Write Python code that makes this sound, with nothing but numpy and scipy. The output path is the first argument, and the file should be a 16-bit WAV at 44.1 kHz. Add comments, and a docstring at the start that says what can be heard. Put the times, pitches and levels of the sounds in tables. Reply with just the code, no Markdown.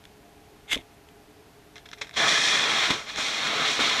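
"""A faint hum hangs in the outdoor air; a flint lighter clicks and is struck to light a fuse on a board.
Friction of wheel on flint rings the lighter's metal hood and throws sparks. The fuse sputters, catches
and burns as a turbulent jet of hissing gas and sparks, which chokes under a tie and bursts out again.
Hard surfaces close by colour the hiss with resonances and short echoes."""
import sys
import numpy as np
from scipy import signal
from scipy.fft import rfft, irfft
from scipy.io import wavfile

SR = 44100
rng = np.random.default_rng(int(sys.argv[2]) if len(sys.argv) > 2 else 0)


def int16_out(signal):
    """Quantize to a 16-bit WAV file."""
    q = np.round(np.clip(np.atleast_2d(signal).T, -1, 1) * 32767)
    wavfile.write(sys.argv[1], SR, q.astype(np.int16))


N = 176400
T = np.arange(N) / SR


def from_db(db):
    """Decibels to amplitude ratio."""
    return 10 ** (np.asarray(db) / 20)


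def unit_power(x):
    """Normalisation to a mean square of one."""
    return x / np.sqrt(np.mean(x ** 2) + 1e-20)


def in_time(rows):
    """Linear interpolation of each column at every sample."""
    times, *columns = np.transpose(rows)
    return [np.interp(T, times, column) for column in columns]


def colour(x, spectrum):
    """Minimum-phase filtering to a spectral shape, with unit power gain."""
    hz, db = np.transpose(spectrum)
    grid = np.maximum(np.arange(N + 1) * SR / (2 * N), 1)
    gain = unit_power(from_db(np.interp(np.log(grid), np.log(hz), db)))
    cepstrum = irfft(np.log(gain))
    cepstrum[1:N] *= 2
    return irfft(rfft(x, 2 * N) * np.exp(rfft(cepstrum[:N], 2 * N)))[:N]


def noise(spectrum):
    """Filtered Gaussian noise of unit power."""
    return colour(rng.standard_normal(N), spectrum)


def resonate(x, hz, width):
    """A damped resonator with unit peak gain."""
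    r = np.exp(-np.pi * width / SR)
    feedback = [1, -2 * r * np.cos(2 * np.pi * hz / SR), r * r]
    return signal.lfilter(np.array([1, 0, -1]) * (1 - r * r) / 2, feedback, x)


def flutter(spread_db, rate_hz=35):
    """Random amplitude modulation: a gain driven by low-passed noise."""
    r = np.exp(-2 * np.pi * rate_hz / SR)
    drift = signal.lfilter([1], [1, -2 * r, r * r], rng.standard_normal(N + SR))[SR:]
    return from_db(spread_db * unit_power(drift))


def grains(per_s, spread_db):
    """Shot noise: random impulses of uneven size, at unit power."""
    sizes = from_db(spread_db * np.minimum(rng.exponential(1, N), 4))
    return unit_power(sizes * rng.choice([-1, 1], N) * (rng.random(N) < per_s / SR))


def swell(start, rise, decay, db):
    """A transient's envelope: linear rise, exponential decay."""
    return from_db(db) * np.clip((T - start) / rise, 0, 1) * np.exp(-np.maximum(T - start - rise, 0) / decay)


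def cracks(rows, spectrum, decay_s):
    """Impulsive sounds: damped noise bursts, each scaled to its peak level."""
    out = np.zeros(N)
    age = T[:SR // 50]
    bursts = rng.standard_normal((len(rows), len(age))) * np.exp(-age / decay_s)
    response = colour(1. * (T == 0), spectrum)[:len(age)]
    for (start, db), burst in zip(rows, bursts):
        crack = np.convolve(burst, response)[:len(age)]
        i = int(start * SR)
        out[i:i + len(age)] += from_db(db) * crack / np.abs(crack).max()
    return out


# Still air. Each row: frequency in Hz, relative level in dB.
AIR_SPECTRUM = [(15, -43), (25, -7), (86, -4.5), (191, -7), (229, -8.5), (269, -8), (299, -7), (332, -12.5),
                (421, -5.5), (493, -15.5), (713, -10.5), (1090, -17), (2460, -20), (8740, -30.5),
                (13700, -31)]
# A distant machine. Each row: frequency in Hz, resonator bandwidth in Hz, level in dB.
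HUM_BANDS = [(298.1, 18, -66.5), (423.3, 19.6, -60.5), (694, 11, -67), (812, 8.9, -70)]

def background():
    """Narrow-band noise wavers in amplitude, heard as a hum over the broadband air."""
    hum = np.zeros(N)
    for hz, width, db in HUM_BANDS:
        band = resonate(rng.standard_normal(N), hz, width)
        hum += from_db(db) * unit_power(resonate(band, hz, width))
    return from_db(-54) * noise(AIR_SPECTRUM) + hum


# The lighter's clicks. Each row: start in seconds, peak level in dB.
CLICKS = [(.04, -39), (.053, -36), (.688, -37), (.712, -31), (.7305, -18), (.734, -17), (.7455, -22),
          (.756, -22), (.7755, -24.5), (1.088, -40.5)]
# Their spectrum. Each row: frequency in Hz, relative level in dB.
CLICK_SPECTRUM = [(100, -16), (900, -16), (2000, -2.5), (3500, 0), (4600, -14), (6500, -8.5), (9000, -24),
                  (11400, -17), (13000, -41)]

def lighter_clicks():
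    """Brief impacts between hard parts radiate over a wide band."""
    return cracks(CLICKS, CLICK_SPECTRUM, decay_s=0.0014)


# The wheel's scrape and its spark shower. Each row: time in seconds, level in dB.
WHEEL_LEVELS = [(.678, -52), (.683, -50), (.697, -38.5), (.71, -35), (.718, -23), (.728, -24),
                (.731, -16.5), (.737, -28), (.748, -26), (.759, -40.5), (.78, -46), (.82, -56)]
SHOWER_LEVELS = [(.695, -72), (.704, -48), (.729, -41.5), (.742, -46), (.76, -58), (.79, -73)]
# The metal hood. Each row: frequency in Hz, bandwidth in Hz, relative gain in dB.
HOOD_MODES = [(1820, 80, -10), (2137, 55, 8), (2290, 80, -6), (2550, 90, -4), (2880, 100, -14),
              (3050, 100, -7), (3245, 68, 6.5), (3400, 80, 1), (3380, 55, -6), (3940, 60, -9),
              (5975, 81, -10), (6280, 61, -6), (7240, 120, -16)]
# Spectra of rasp and shower. Each row: frequency in Hz, relative level in dB.
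RASP_SPECTRUM = [(100, -28), (700, -2.5), (1200, -9), (2000, 4), (3700, 10), (4500, -13), (6400, -16),
                 (9000, -24), (11400, -26), (13000, -42)]
SHOWER_SPECTRUM = [(2000, -25), (4500, -13), (6400, 0), (8000, 2), (9200, -10), (11300, -4), (12000, -14),
                   (13500, -26)]

def flint_wheel():
    """Forced vibration: teeth grinding the flint drive the hood's modes and throw sparks."""
    scrape_db, = in_time(WHEEL_LEVELS)
    shower_db, = in_time(SHOWER_LEVELS)
    turning = (T > WHEEL_LEVELS[0][0]) * (T < WHEEL_LEVELS[-1][0])
    teeth = grains(per_s=1700, spread_db=1.5)
    grind = unit_power(teeth + from_db(1) * rng.standard_normal(N))
    hood = unit_power(sum(from_db(db) * resonate(grind, hz, width) for hz, width, db in HOOD_MODES))
    rasp = from_db(0.5) * colour(grind, RASP_SPECTRUM)
    scrape = unit_power(hood + rasp) * from_db(scrape_db)
    shower = noise(SHOWER_SPECTRUM) * from_db(shower_db)
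    return (scrape + shower) * turning


# The thumb's blows. Each row: start, rise and decay in seconds, level in dB.
THUMPS = [(0.73, 0.0025, 0.0053, -28), (.761, 0.0027, 0.0028, -34), (0.767, 0.0015, 0.005, -27.5),
          (.78, 0.01, 0.018, -43.5)]
# Their spectrum. Each row: frequency in Hz, relative level in dB.
THUMP_SPECTRUM = [(20, -29), (45, 7.5), (85, 0.5), (150, -10), (260, 4.5), (420, -4), (520, -12),
                  (660, -2.5), (950, -17), (4000, -48)]

def thumb_on_lever():
    """A soft impact on the gas lever excites mainly low frequencies."""
    return noise(THUMP_SPECTRUM) * sum(swell(*row) for row in THUMPS)


# Fizzes before the fuse catches. Each row: start, rise and decay in seconds, relative level in dB.
FIZZES = [(1.756, 0.0044, 0.02, -44.5), (1.778, .003, 0.0074, -53), (1.854, 0.0065, 0.0064, -43),
          (1.887, 0.0026, 0.0022, -38), (1.928, .005, .005, -33.5), (1.978, 0.0069, 0.012, -45.5),
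          (2.011, 0.0076, 0.0063, -24), (2.036, .008, 0.024, -47.5), (2.068, .003, 0.0095, -47)]
# Single grains snapping. Each row: start in seconds, relative peak level in dB.
SNAPS = [(1.757, -30), (1.765, -38), (1.781, -31), (1.915, -31), (1.976, -38), (2.046, -30), (2.072, -41),
         (2.094, -28.5), (2.111, -32), (2.141, -29), (2.149, -33), (2.155, -30), (3.097, -25), (3.16, -20),
         (3.472, -12), (3.795, -24), (3.922, -16)]
# The spectrum of both. Each row: frequency in Hz, relative level in dB.
POWDER_SPECTRUM = [(150, -17), (600, -15), (1100, -10), (1750, -1), (2500, -3), (2900, -12), (3400, -2),
                   (4000, -3.5), (4600, -18), (5300, -9.5), (6400, -13.5), (8500, -25.5), (13000, -47)]

def sputters():
    """Uneven combustion: powder grains burn in short fizzes and snaps."""
    gas = noise(POWDER_SPECTRUM)
    crackle = colour(grains(per_s=1600, spread_db=2.5), POWDER_SPECTRUM)
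    fizz = unit_power(gas + crackle) * sum(swell(*row) for row in FIZZES)
    return fizz + cracks(SNAPS, POWDER_SPECTRUM, decay_s=0.0006)


# Resonances beside the board. Each row: frequency in Hz, bandwidth in Hz, gain in dB.
NOOK_MODES = [(322.4, 12, 4.5), (429, 29, 2), (802, 37, -4), (1026, 22, -4), (1158, 25, -10),
              (1303, 29, -10), (1760, 30, -18), (2050, 17, -5.5), (2270, 33, -15), (2456, 50, -6.5),
              (2760, 31, -8), (3301, 19, -2), (3526, 60, -15), (3700, 38, -6), (4260, 45, -11)]
# The nearest reflection. Each row: time in seconds, delay in seconds.
ECHO_DELAYS = [(2.1, 0.0018), (2.5, 0.0016), (3.0, 0.0032), (3.3, .0041), (4, 0.004)]

def surroundings(x, level_db, t60_s=0.11):
    """Resonance, scattering and an echo whose comb filtering shifts as the flame travels."""
    delay, = in_time(ECHO_DELAYS)
    near = x + sum(from_db(db) * resonate(x, hz, width) for hz, width, db in NOOK_MODES)
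    echo = np.interp(T - delay, T, near)
    tail = rng.standard_normal(SR // 2) * from_db(-60 * T[:SR // 2] / t60_s)
    scatter = signal.fftconvolve(near, tail / np.linalg.norm(tail))[:N]
    return from_db(level_db) * (near + from_db(-16.5) * echo + from_db(-9) * scatter)


# The jet before and after it chokes. Each row: time in seconds, relative hiss and sizzle levels in dB.
FIRST_BURN = [(2.13, -50, -65), (2.14, -49, -57), (2.154, -44.5, -56), (2.17, -24.5, -31.5),
              (2.18, -23, -33), (2.254, -25.5, -33.5), (2.29, -21, -28.5), (2.382, -24, -31.5),
              (2.464, -23.5, -29.5), (2.684, -25, -35), (2.86, -23, -34), (2.898, -29, -37),
              (2.908, -19.5, -29), (2.924, -29, -37.5), (3.06, -48, -52)]
SECOND_BURN = [(3.07, -40.5, -50), (3.1, -33.5, -44.5), (3.124, -41, -48), (3.154, -38, -50),
               (3.186, -29, -34.5), (3.396, -31, -40), (3.48, -27.5, -37), (3.492, -29, -40.5),
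               (3.644, -28, -37.5), (3.66, -23.5, -36.5), (3.704, -26, -33.5), (3.79, -31, -38),
               (3.804, -22.5, -32), (3.976, -28.5, -38), (4.0, -25, -36)]
# Its low bands. Each row: time in seconds, relative roar and rumble levels in dB.
LOW_BURN = [(2.13, -64, -70), (2.144, -48, -71), (2.156, -58, -60), (2.17, -33.5, -41), (2.222, -25.5, -35),
            (2.436, -33.5, -43), (2.66, -31.5, -38.5), (2.858, -31.5, -45), (2.89, -34.5, -42),
            (2.906, -29, -34), (2.936, -34, -38), (3.056, -47.5, -63), (3.082, -45, -52), (3.134, -45, -53),
            (3.17, -45, -43), (3.182, -32.5, -44), (3.264, -38.5, -46.5), (3.618, -30.5, -38.5),
            (3.666, -31.5, -43), (3.696, -35, -40), (3.77, -36, -46), (3.796, -29.5, -33),
            (3.906, -32.5, -43), (4.0, -32, -42)]
# The spectra of its bands. Each row: frequency in Hz, relative level in dB.
HISS_BEFORE_TIE = [(400, -36), (1000, -10), (1500, -11), (1750, 2), (2050, -2), (2400, 0.5), (2620, -6),
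                   (2750, -6), (3080, -6.5), (3220, 2), (3500, 2), (4000, -2.5), (4400, -7), (4800, -19),
                   (7000, -55)]
HISS_PAST_TIE = [(400, -33), (1000, -8), (1500, -6.5), (1900, -2), (2200, 3.5), (2550, -3), (2750, -1.5),
                 (3050, -3), (3300, 2), (3750, 1.5), (4250, -1), (4650, -11), (5000, -24), (7000, -37.5)]
SIZZLE_SPECTRUM = [(2500, -44), (4400, -9.5), (5100, -1), (5700, 1.5), (6100, -2), (6900, -5.5),
                   (7800, -11.5), (8700, -15), (10000, -22), (13500, -37)]
ROAR_SPECTRUM = [(150, -30), (450, -10), (650, -0.5), (880, -3.5), (1150, 2), (1600, 0), (2600, -10.5),
                 (6000, -40.5)]
RUMBLE_SPECTRUM = [(25, -30), (60, -22), (115, -12), (175, 0), (230, -1), (285, 0), (325, 0.5), (370, -5),
                   (480, -6), (700, -11), (2000, -45)]

def jet(tie_s=2.75, crossing_s=0.4):
    """Turbulence radiates broadband noise, crackling with sparks; the hiss changes colour at the tie."""
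    hiss_db, sizzle_db = in_time(list(FIRST_BURN) + list(SECOND_BURN))
    roar_db, rumble_db = in_time(LOW_BURN)
    sparks = from_db(-15.5) * grains(per_s=170, spread_db=5.5)
    gas = rng.standard_normal(N) + sparks
    past_tie = np.clip(.5 + (T - tie_s) / crossing_s, 0, 1)
    hiss = (1 - past_tie) * colour(gas, HISS_BEFORE_TIE) + past_tie * colour(gas, HISS_PAST_TIE)
    hiss *= from_db(hiss_db + 0.5)
    sizzle = colour(rng.standard_normal(N) + sparks, SIZZLE_SPECTRUM) * from_db(sizzle_db + 1)
    roar = noise(ROAR_SPECTRUM) * from_db(roar_db + 0.5)
    rumble = noise(RUMBLE_SPECTRUM) * from_db(rumble_db + 0.5)
    flame = (hiss + sizzle) * flutter(spread_db=0.48) + (roar + rumble) * flutter(spread_db=0.84)
    return flame * (T > FIRST_BURN[0][0])


# Bursts of trapped gas. Each row: start, rise and decay in seconds, relative level in dB, low cut in Hz.
PUFFS = [(2.901, 0.0033, 0.0058, -22.5, 40), (2.933, .003, 0.036, -41, 35), (3.185, 0.0017, .004, -25, 150),
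         (3.793, 0.0016, 0.0016, -23, 180), (3.807, 0.0035, 0.051, -38, 70)]
# Their spectrum. Each row: frequency in Hz, relative level in dB.
PUFF_SPECTRUM = [(20, -14), (50, 3), (150, -4), (400, -3), (1100, -6.5), (2000, -13), (6000, -49)]

def puffs():
    """Sudden release of pressure makes dull blows as the casing gives way."""
    gas = noise(PUFF_SPECTRUM)
    out = np.zeros(N)
    for start, rise, decay, db, hz in PUFFS:
        low_cut = signal.butter(2, hz, "high", fs=SR, output="sos")
        out += signal.sosfilt(low_cut, gas) * swell(start, rise, decay, db)
    return out


def scene():
    """Superposition of background, lighter and fuse in one channel."""
    lighter = flint_wheel() + lighter_clicks() + thumb_on_lever()
    fuse = surroundings(sputters() + jet(), level_db=-1.5) + puffs()
    return (background() + lighter + fuse)[None]


def record(dry, cutoff_hz=13950):
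    """Band limiting: a steep elliptic low-pass removes the highest treble."""
    return signal.sosfilt(signal.ellip(12, .1, 80, cutoff_hz, fs=SR, output="sos"), dry)


dry = scene()
out = record(dry)
int16_out(out)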